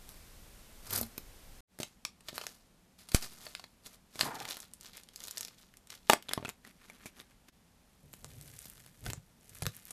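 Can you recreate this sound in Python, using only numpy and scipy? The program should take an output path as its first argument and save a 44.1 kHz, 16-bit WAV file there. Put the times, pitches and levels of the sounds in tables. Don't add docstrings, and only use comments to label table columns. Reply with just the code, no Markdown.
import sys
import numpy as np
from scipy import signal
from scipy.fft import rfft, irfft, next_fast_len
from scipy.io import wavfile
from scipy.ndimage import map_coordinates

SR = 44100
rng = np.random.default_rng(int(sys.argv[2]) if len(sys.argv) > 2 else 0)


def put_to_file(sound):
    columns = np.atleast_2d(sound).T
    safe = np.clip(columns, -1, 1)
    whole_steps = np.round(safe * 32767)
    wavfile.write(sys.argv[1], SR, whole_steps.astype(np.int16))


N = 437467

# frequency_hz, relative_level_db
POP_COLOUR = [(40, -9), (300, 7.5), (900, 2), (1800, 2), (5000, 0), (14000, -4.5)]

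SHORT = 4096
SHORT_HZ = np.fft.rfftfreq(SHORT, 1 / SR)
SHORT_S = np.arange(SHORT) / SR
SWELL_DB = 20


def amp(db):
    return 10 ** (np.asarray(db) / 20)


def unit(x):
    return x / np.sqrt(np.mean(x ** 2) + 1e-20)


def burst(x, seconds):
    return x * np.sqrt(seconds * SR / (np.sum(x ** 2) + 1e-20))


def along(points, hz):
    f, v = np.transpose(points)
    return np.interp(np.log(hz + 1), np.log(f + 1), v)


def wobble(rate):
    knots = rng.standard_normal(int(N * rate / SR) + 4)
    return map_coordinates(knots, [np.arange(N) * rate / SR], order=1)


def filtered(x, response):
    m = next_fast_len(N + SR // 2)
    hz = np.fft.rfftfreq(m, 1 / SR)
    return irfft(rfft(x, m) * response(hz), m)[:N]


def coloured(x, spectrum):
    return unit(filtered(x, lambda hz: amp(along(spectrum, hz))))


def resonances(modes, hz):
    response = 0
    for k, (centre, width, db) in enumerate(modes):
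        damping = 1j * hz * width
        response = response + (-1) ** k * amp(db) * damping / (centre * centre - hz * hz + damping)
    return response


def causal(db):
    cepstrum = irfft(np.log(amp(db) + 1e-6))
    fold = np.r_[1, np.full(SHORT // 2 - 1, 2), 1, np.zeros(SHORT // 2 - 1)]
    return np.exp(rfft(cepstrum * fold))


def add(track, s, sound):
    start = int(np.clip(round(s * SR), 0, N))
    track[start:start + len(sound)] += sound[:N - start]


def effort(moves):
    t = np.arange(0, N, 16) / SR
    power = np.zeros(len(t))
    for peak_s, db, rise_s, fall_s in moves:
        distance = np.maximum((peak_s - t) / rise_s, (t - peak_s) / fall_s)
        power += amp(db - SWELL_DB * distance) ** 2
    return np.interp(np.arange(N) / SR, t, np.sqrt(power))


def snaps(rows, spectrum, ring_db, ring_octaves, grit, gain_db):
    track = np.zeros(N)
    treble = 1 / (1 + (5000 / (SHORT_HZ + 1)) ** 4)
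    for s, db, ring_hz, treble_db, length, *_ in rows:
        spray = rng.standard_normal(SHORT) * np.exp(-SHORT_S / max(length, 1e-4))
        force = grit * spray + (SHORT_S == 0)
        octaves_away = np.log2((SHORT_HZ + 1) / ring_hz)
        ring = ring_db / (1 + (octaves_away / ring_octaves) ** 2)
        body = causal(along(spectrum, SHORT_HZ) + ring + treble_db * treble)
        add(track, s, amp(db + gain_db) * burst(irfft(rfft(force) * body), 0.0035))
    return track


def thuds(rows, modes, contact_s, gain_db):
    track = np.zeros(N)
    hz, width, db = np.transpose(modes)[:, :, None]
    rings = np.cos(2 * np.pi * hz * SHORT_S) * np.exp(-np.pi * width * SHORT_S) * width
    contact = np.sin(np.pi * np.minimum(SHORT_S / contact_s, 1)) ** 2
    for s, *_, thud_db in rows:
        strengths = amp(db + 0.52 * rng.standard_normal(db.shape))
        ring = signal.fftconvolve(np.sum(strengths * rings, axis=0), contact)
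        add(track, s, amp(thud_db + gain_db) * burst(ring, 0.0063))
    return track


def crackle(moves, spectrum, rate, spread_db, rub_db, clump_db, gain_db):
    grains = np.zeros(N)
    bands_hz = np.geomspace(1300, 11000, 5)
    for ring_hz in bands_hz:
        sizes_db = spread_db * np.minimum(rng.standard_normal(N), 1.5)
        sizes = amp(sizes_db) * rng.choice([-1, 1], N)
        releases = sizes * (rng.random(N) < rate / len(bands_hz) / SR)
        mode = [(ring_hz, .45 * ring_hz, 0)]
        grains += filtered(releases, lambda hz: .35 + resonances(mode, hz))
    force = unit(grains) + amp(rub_db) * rng.standard_normal(N)
    clumps = amp(clump_db * np.tanh(wobble(90)))
    return amp(gain_db) * effort(moves) * coloured(force * clumps, spectrum)


def background():
    # frequency_hz, relative_level_db
    hiss_colour = [(12, -29.5), (20, 3.5), (68, -9), (163, -16.5), (204, -16.5), (248, -18.5), (337, -21),
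                   (513, -21.5), (873, -26), (13200, -31.5), (16000, -28.5)]
    tone_colour = [(12, -37.5), (20, -2.5), (55, -5), (86, -8), (154, -10), (187, -3), (210, -9), (241, -6),
                   (277, -14.5), (367, -17), (825, -19.5), (1220, -23.5), (1660, -24.5), (12400, -31),
                   (16000, -44)]
    hiss_db, hiss_end_s = -54, 1.606
    tone_db, tone_start_s, tone_fade_s = -65.5, 1.673, 0.068
    dip_s, dip_db, dip_length_s = 7.512, -29, .009
    t = np.arange(N) / SR
    hiss = amp(hiss_db) * (t < hiss_end_s) * coloured(rng.standard_normal(N), hiss_colour)
    fade = np.clip((t - tone_start_s) / tone_fade_s, 0, 1)
    dip = dip_db * np.exp(-((t - dip_s) / dip_length_s) ** 2)
    tone = fade * amp(tone_db + dip) * coloured(rng.standard_normal(N), tone_colour)
    return hiss + tone


def room(x):
    # frequency_hz, decay_s
    room_decay = [(150, .25), (800, 0.14), (2500, 0.16), (5000, 0.16), (14000, 0.12)]
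    hz, t, z = signal.stft(rng.standard_normal(SR // 2), SR, nperseg=256)
    decay = amp(-60 * t / along(room_decay, hz)[:, None])
    tail = signal.istft(z * decay, SR, nperseg=256)[1]
    tail = tail * (1 - np.exp(-np.arange(len(tail)) / SR / 0.0023))
    wet = signal.fftconvolve(x, tail / np.linalg.norm(tail))[:N]
    return filtered(wet, lambda hz: hz ** 2 / (hz ** 2 + 150 ** 2))


def table():
    # peak_s, relative_level_db, rise_s, fall_s
    card_moves = [(6.315, -49.5, 0.058, 0.11), (6.5, -42, 0.049, 0.016), (6.67, -56, 0.033, 0.099),
                  (6.88, -56.5, 0.2, 0.38), (7.062, -47.5, 0.047, 0.027), (7.195, -50.5, 0.054, 0.043),
                  (7.312, -62.5, 0.024, 0.027), (7.49, -52, 0.012, 0.0089)]
    # start_s, relative_level_db, ring_hz, treble_db, spray_decay_s, relative_thud_db
    knock_rows = [(6.0979, -19, 705, 12, 0.002, -47), (6.1002, -13.5, 833, -9.5, .0008, -47.5),
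                  (6.1231, -26, 800, -8, 0.0086, -51), (6.1335, -17.5, 1147, -2.5, 0.0021, -41),
                  (6.2862, -40.5, 3950, -15, 0.0027, -66), (6.2913, -35, 3500, -2, 0.0016, -49),
                  (6.3122, -37.5, 2150, -38, 0.0037, -68), (6.3345, -25, 3010, 10, .0015, -57),
                  (6.3768, -36, 1080, -19, 0.0025, -33.5), (6.399, -64, 600, -22, .002, -49),
                  (6.4267, -44, 600, -27, 0.0034, -45), (6.4493, -36, 1410, -9, 0.0022, -42),
                  (6.4551, -35.5, 2590, -10, 0.003, -59), (6.4814, -51, 2080, -15, 0.00075, -47.5),
                  (6.4912, -36.5, 7190, -1, 0.00074, -53), (6.6495, -47.5, 1940, -1.5, .0022, -69),
                  (6.899, -45.5, 2270, -1.5, 0.0021, -73), (7.0577, -40, 2310, 6, 0.011, -48),
                  (7.2002, -44.5, 3620, -5, 0.00086, -79)]
    # start_s, level_db
    landings = [(6.098, -14.5), (6.1335, -24)]
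    # frequency_hz, relative_level_db
    card_colour = [(120, -26.5), (200, 1), (570, -12), (1330, -12), (1600, -10), (6420, -19), (7150, -21),
                   (13200, -20.5), (15000, -43)]
    knock_colour = [(40, -21), (250, 4.5), (650, 1), (1200, 1), (2500, 0), (4500, -2.5), (10000, -5),
                    (14000, -11)]
    # frequency_hz, width_hz, relative_level_db
    table_modes = [(99.4, 16, 1), (131, 31, 3.5), (203, 120, 4.5), (300, 130, -2.5), (400, 33, -6),
                   (650, 120, 0), (885, 60, -0.5)]
    clack_modes = [(227, 31, -8.5), (404, 110, -5), (621, 130, -0.5), (680, 50, -2.5), (880, 70, -1),
                   (1170, 70, -6.5), (2300, 130, -8), (2790, 150, -9)]
    rub = crackle(card_moves, card_colour, rate=700, spread_db=5, rub_db=-6, clump_db=5, gain_db=-1)
    taps = snaps(knock_rows, knock_colour, ring_db=15.5, ring_octaves=0.11, grit=0.83, gain_db=0.0)
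    clack = thuds(landings, clack_modes, contact_s=0.00018, gain_db=0)
    return rub + taps + clack + thuds(knock_rows, table_modes, contact_s=0.00091, gain_db=2.5)


def bag():
    # peak_s, relative_level_db, rise_s, fall_s
    bag_moves = [(4.36, -44.5, 0.027, 0.043), (4.51, -42.5, 0.16, 0.14), (4.85, -47, 0.059, 0.058),
                 (4.98, -51.5, 0.094, 0.07), (5.26, -47.5, 0.16, 0.14), (5.377, -45, 0.036, 0.069),
                 (5.44, -54.5, .08, 0.17), (5.585, -56.5, 0.014, 0.11), (5.92, -45, 0.025, 0.082),
                 (6.128, -32, 0.039, 0.016)]
    # start_s, relative_level_db, ring_hz, treble_db
    bag_snaps = [(4.4024, -38.5, 6300, -12), (4.4535, -36.5, 2320, -8), (4.4886, -40.5, 6370, -14),
                 (4.5695, -40.5, 11390, -11), (4.603, -40.5, 7640, 3), (4.622, -49, 5810, 9),
                 (4.7365, -42, 9200, 5), (4.8106, -46, 7260, 5), (4.863, -46.5, 4410, 1),
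                 (4.9338, -50.5, 4310, -4), (4.971, -43, 6350, 14), (5.0346, -50, 7400, -3),
                 (5.0882, -49, 3700, -2), (5.1601, -38.5, 5150, 10), (5.204, -45, 6270, 8),
                 (5.2388, -38, 6910, 6), (5.2727, -42, 8300, 0), (5.2824, -38, 3700, 4),
                 (5.3106, -35.5, 7240, 7), (5.373, -34.5, 4870, -2), (5.3808, -33, 7340, 5),
                 (5.409, -31.5, 6660, 8), (5.4308, -38.5, 5060, 0), (5.4498, -37, 5330, 3),
                 (5.4828, -44.5, 5300, -5), (5.7396, -54.5, 1730, 0), (5.771, -50, 8900, -3),
                 (5.8722, -52.5, 7890, -2.5), (5.9036, -40.5, 6500, -8), (6.1105, -30, 5560, 2),
                 (6.2254, -46, 2900, 3)]
    # frequency_hz, relative_level_db
    film_colour = [(180, -45.5), (300, 0.5), (1080, -3.5), (2600, -4.5), (3550, -1), (6950, -5), (8880, -8),
                   (13400, -7.5), (15000, -9.5)]
    snap_colour = [(40, -23), (300, -7), (1200, -8), (3500, -2.5), (8000, -6), (14000, -5.5)]
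    snap_s = 0.0025
    crinkle = crackle(bag_moves, film_colour, rate=550, spread_db=6.5, rub_db=-8, clump_db=4, gain_db=-1)
    creases = [(*snap, snap_s) for snap in bag_snaps]
    return crinkle + snaps(creases, snap_colour, ring_db=10.5, ring_octaves=0.55, grit=0.12, gain_db=-1)


def scrape():
    # peak_s, relative_level_db, rise_s, fall_s
    slides = [(4.265, -34.5, 0.044, 0.18), (4.435, -50.5, 0.038, 0.17)]
    # frequency_hz, width_hz, relative_level_db
    slide_modes = [(124.5, 9.5, 3.5), (248, 77, -2.5), (441, 53, -2), (800, 190, -4.5), (1195, 80, -2),
                   (1640, 950, -7.5)]
    # time_s, pitch_hz
    chatter_pitch = [(4.249, 1050), (4.318, 920), (4.391, 800), (4.48, 867)]
    top_hz = 2400
    grip = amp(3 * wobble(70))
    rubbing = grip * rng.standard_normal(N)
    hollow = unit(filtered(rubbing, lambda hz: resonances(slide_modes, hz) / (1 + (hz / top_hz) ** 4)))
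    pitch = np.interp(np.arange(N) / SR, *np.transpose(chatter_pitch))
    edge = np.sin(2 * np.pi * np.cumsum(pitch) / SR)
    chatter = unit(grip * wobble(300) * edge)
    rasp = hollow + .85 * chatter
    return amp(-3.5) * effort(slides) * rasp


def puff(s, db, fall_s, rise_s, rebound, rebound_s):
    track, t = np.zeros(N), np.arange(SR // 2) / SR
    push = np.exp(-t / fall_s) - rebound * np.exp(-t / rebound_s)
    push *= 1 - np.exp(-t / rise_s)
    add(track, s, -amp(db) * push)
    return track


def paper():
    # peak_s, relative_level_db, rise_s, fall_s
    paper_moves = [(1.822, -58, 0.032, 0.15), (2.293, -52, 0.053, 0.012), (2.355, -46.5, 0.039, 0.17),
                   (2.46, -56.5, .06, 0.22), (2.99, -57.5, 0.012, 0.17), (3.16, -31.5, 0.031, 0.022),
                   (3.245, -44, 0.094, 0.058), (3.315, -52.5, .05, .08), (3.45, -51, 0.18, 0.22),
                   (3.865, -47.5, 0.031, 0.035), (3.935, -55.5, 0.053, .04), (4.22, -37.5, 0.065, .1)]
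    # start_s, relative_level_db, ring_hz, treble_db, spray_decay_s, relative_flap_db
    paper_snaps = [(1.7885, -46, 11480, 17, 0.0017, -47), (1.8011, -37.5, 600, 17.5, .0093, -31.5),
                   (1.819, -46, 6420, 9, .0023, -54), (1.8313, -33.5, 3080, 13, .0023, -43),
                   (2.0508, -31, 2400, 12.5, 0.0017, -53), (2.207, -56.5, 8380, 13, 0.0037, -65),
                   (2.2854, -36.5, 3050, 11.5, .0063, -46.5), (2.3291, -56, 4160, 5, 0.0021, -42),
                   (2.3802, -33, 4040, 17, 0.00064, -64), (2.4131, -40, 3040, 4, 0.0036, -64),
                   (2.4371, -44, 1010, 10, 0.0054, -71), (2.4676, -35.5, 7160, 15, 0.00075, -51),
                   (3.088, -44.5, 9450, 18, 0.0071, -79), (3.118, -39.5, 4240, 19, .0027, -51),
                   (3.1466, -21, 8900, 16, 0.0024, -68), (3.2241, -36.5, 4930, 15, 0.0086, -49),
                   (3.4663, -41.5, 4440, 0, 0.0033, -59), (3.5509, -37, 4470, 7, 0.0011, -80),
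                   (3.596, -45, 4200, 7, 0.0037, -66), (3.6408, -46, 4300, 5, 0.0021, -59),
                   (4.1564, -46, 8600, 11, 0.005, -44.5), (4.193, -35, 4650, 12, 0.0023, -51),
                   (4.2102, -21, 4360, 12, 0.002, -46), (4.2321, -40, 5240, -30, 0.003, -36)]
    # frequency_hz, relative_level_db
    rustle_colour = [(88, -7), (150, -4.5), (393, -7.5), (505, -10.5), (742, -9.5), (2500, -14),
                     (4810, -9.5), (5950, -12.5), (13400, -14), (15000, -27.5)]
    snap_colour = [(40, -39), (200, -1), (700, 10.5), (1600, 9.5), (4500, 6), (7000, -4), (14000, -12)]
    # frequency_hz, width_hz, relative_level_db
    sheet_modes = [(141, 65, 1.5), (234.5, 78, -0.5), (340, 65, 3), (545, 87, -3.5)]
    rustle = crackle(paper_moves, rustle_colour, rate=1100, spread_db=5, rub_db=-3.5, clump_db=3, gain_db=-1)
    creases = snaps(paper_snaps, snap_colour, ring_db=7, ring_octaves=0.16, grit=0.95, gain_db=1.5)
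    return rustle + creases + thuds(paper_snaps, sheet_modes, contact_s=0.0012, gain_db=-4.5)


def beaded_slime():
    # peak_s, relative_level_db, rise_s, fall_s
    bead_pulls = [(.1, -55, .06, 0.21), (.87, -55.5, .08, .1), (.96, -32, 0.093, 0.082)]
    # start_s, relative_level_db, ring_hz, treble_db, spray_decay_s, relative_thud_db
    bead_pops = [(0.0913, -45.5, 12680, 4, 0.00043, -74), (0.9058, -33, 13100, 3.5, 0.0087, -56),
                 (0.9288, -30, 13100, 29, 0.005, -51), (0.9511, -35, 11900, 17, 0.0074, -62),
                 (0.9605, -24, 4870, 26, 0.0017, -54), (0.9789, -28, 12200, 14.5, 0.013, -56.5),
                 (0.988, -63, 12980, 7, 0.0031, -43.5), (1.0125, -28, 12700, 23, 0.0013, -37),
                 (1.0297, -38.5, 4090, 8, 0.0041, -44.5), (1.1794, -33.5, 13600, -2, 0.0023, -63)]
    # frequency_hz, relative_level_db
    bead_colour = [(59, -32), (100, 14), (152, -8.5), (304, -2.5), (594, -8), (1090, -8), (3250, -17),
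                   (4840, -9), (6620, -14), (13000, -8.5), (15000, -19)]
    # frequency_hz, width_hz, relative_level_db
    bead_tub_modes = [(75, 23, 0), (225, 18, 7.5), (334, 49, -18), (640, 440, -1.5)]
    beads = crackle(bead_pulls, bead_colour, rate=1200, spread_db=5.5, rub_db=-8, clump_db=3.5, gain_db=-2)
    beads += snaps(bead_pops, POP_COLOUR, ring_db=13.5, ring_octaves=0.091, grit=0.81, gain_db=-0.5)
    return beads + thuds(bead_pops, bead_tub_modes, contact_s=0.0016, gain_db=3.0)


def foamy_slime():
    # peak_s, relative_fizz_db, relative_moving_mass_db, rise_s, fall_s
    foam_presses = [(8.04, -79.5, -54.5, .03, 0.11), (8.15, -62.5, -68, 0.09, 0.26),
                    (8.24, -70, -50, .04, 0.089), (8.37, -60, -50.5, 0.29, 0.46),
                    (8.6, -54.5, -72, 0.6, 0.49), (8.8, -61, -63.5, 0.35, 0.46),
                    (9.074, -46.5, -37, 0.063, 0.089), (9.554, -54, -55.5, 0.17, 0.22),
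                    (9.655, -61, -40.5, .05, .05), (9.76, -57.5, -69, 0.37, 0.43),
                    (9.89, -53, -70, 0.095, .028)]
    # start_s, relative_level_db, ring_hz, treble_db, spray_decay_s, relative_thud_db
    foam_pops = [(8.1313, -48, 12120, 11, 0.00047, -74), (8.1377, -43.5, 7300, 6.5, 0.00071, -63),
                 (8.2452, -41.5, 7550, -5.5, 0.00053, -55), (8.4125, -46, 8120, 10, .0005, -63),
                 (8.5904, -42.5, 9100, 19, .0005, -72), (8.6556, -43.5, 12000, 5, 0.0054, -60),
                 (8.6998, -43.5, 12600, 16, 0.00036, -72), (8.8025, -54, 8120, -4.5, .0005, -67),
                 (8.8633, -52, 1750, .5, .0006, -76), (9.0638, -34.5, 1542, -4.5, 0.0034, -39.5),
                 (9.085, -56, 590, -6, .004, -37.5), (9.1012, -34.5, 2740, -1, 0.0041, -56),
                 (9.1337, -34.5, 7400, 3, 0.00028, -47), (9.174, -60, 730, -20, 0.0048, -42.5),
                 (9.4946, -49, 8700, 17, .0004, -67), (9.5546, -53, 1890, -1, .0005, -69),
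                 (9.6218, -32.5, 10500, -3, 0.0039, -34), (9.6342, -41.5, 7110, -4, 0.0003, -41),
                 (9.6556, -37, 1850, 2, .0007, -65), (9.6661, -27.5, 524, -1, 0.0012, -31.5),
                 (9.7666, -45, 12000, 11, 0.00034, -67), (9.8539, -45.5, 12700, 21, .0004, -75),
                 (9.9074, -37, 9410, 8.5, 0.0043, -67)]
    # frequency_hz, relative_level_db
    fizz_colour = [(350, -34), (600, -13), (785, -12.5), (852, -14.5), (1650, -5.5), (4460, -8),
                   (12600, -5), (14000, -8.5), (15000, -24)]
    mass_colour = [(18, -33), (30, -2.5), (146, 0.5), (185, -19.5), (241, -15.5), (313, -19), (524, -16.5),
                   (700, -24), (910, -28), (1540, -120)]
    # frequency_hz, width_hz, relative_level_db
    foam_tub_modes = [(62, 13, -17), (114, 26, 15), (148, 27, 18.5), (320, 136, -10.5)]
    fizzing = [(s, fizz_db, rise, fall) for s, fizz_db, _, rise, fall in foam_presses]
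    kneading = [(s, mass_db, rise, fall) for s, _, mass_db, rise, fall in foam_presses]
    foam = crackle(fizzing, fizz_colour, rate=650, spread_db=6, rub_db=-6, clump_db=3, gain_db=-2)
    foam += snaps(foam_pops, POP_COLOUR, ring_db=10.5, ring_octaves=0.17, grit=0.26, gain_db=-0.5)
    foam += thuds(foam_pops, foam_tub_modes, contact_s=0.0072, gain_db=1)
    mass = amp(-2.5) * effort(kneading) * coloured(rng.standard_normal(N), mass_colour)
    return foam + mass


def scene():
    soft = beaded_slime() + foamy_slime()
    held = paper() + bag()
    set_down = table() + scrape()
    air = puff(s=3.1466, db=-6.5, fall_s=0.0027, rise_s=0.00042, rebound=0.046, rebound_s=0.062)
    echo = room(amp(-12.0) * soft + amp(-10.5) * held + amp(-15.5) * set_down)
    return (soft + held + set_down + air + echo + background())[None]


def record(dry):
    ceiling, top_hz = .85, 14200
    rounded = ceiling * np.tanh(dry[0] / ceiling)
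    return filtered(rounded, lambda hz: 1 / np.sqrt(1 + (hz / top_hz) ** 110))[None]


dry = scene()
out = record(dry)
put_to_file(out)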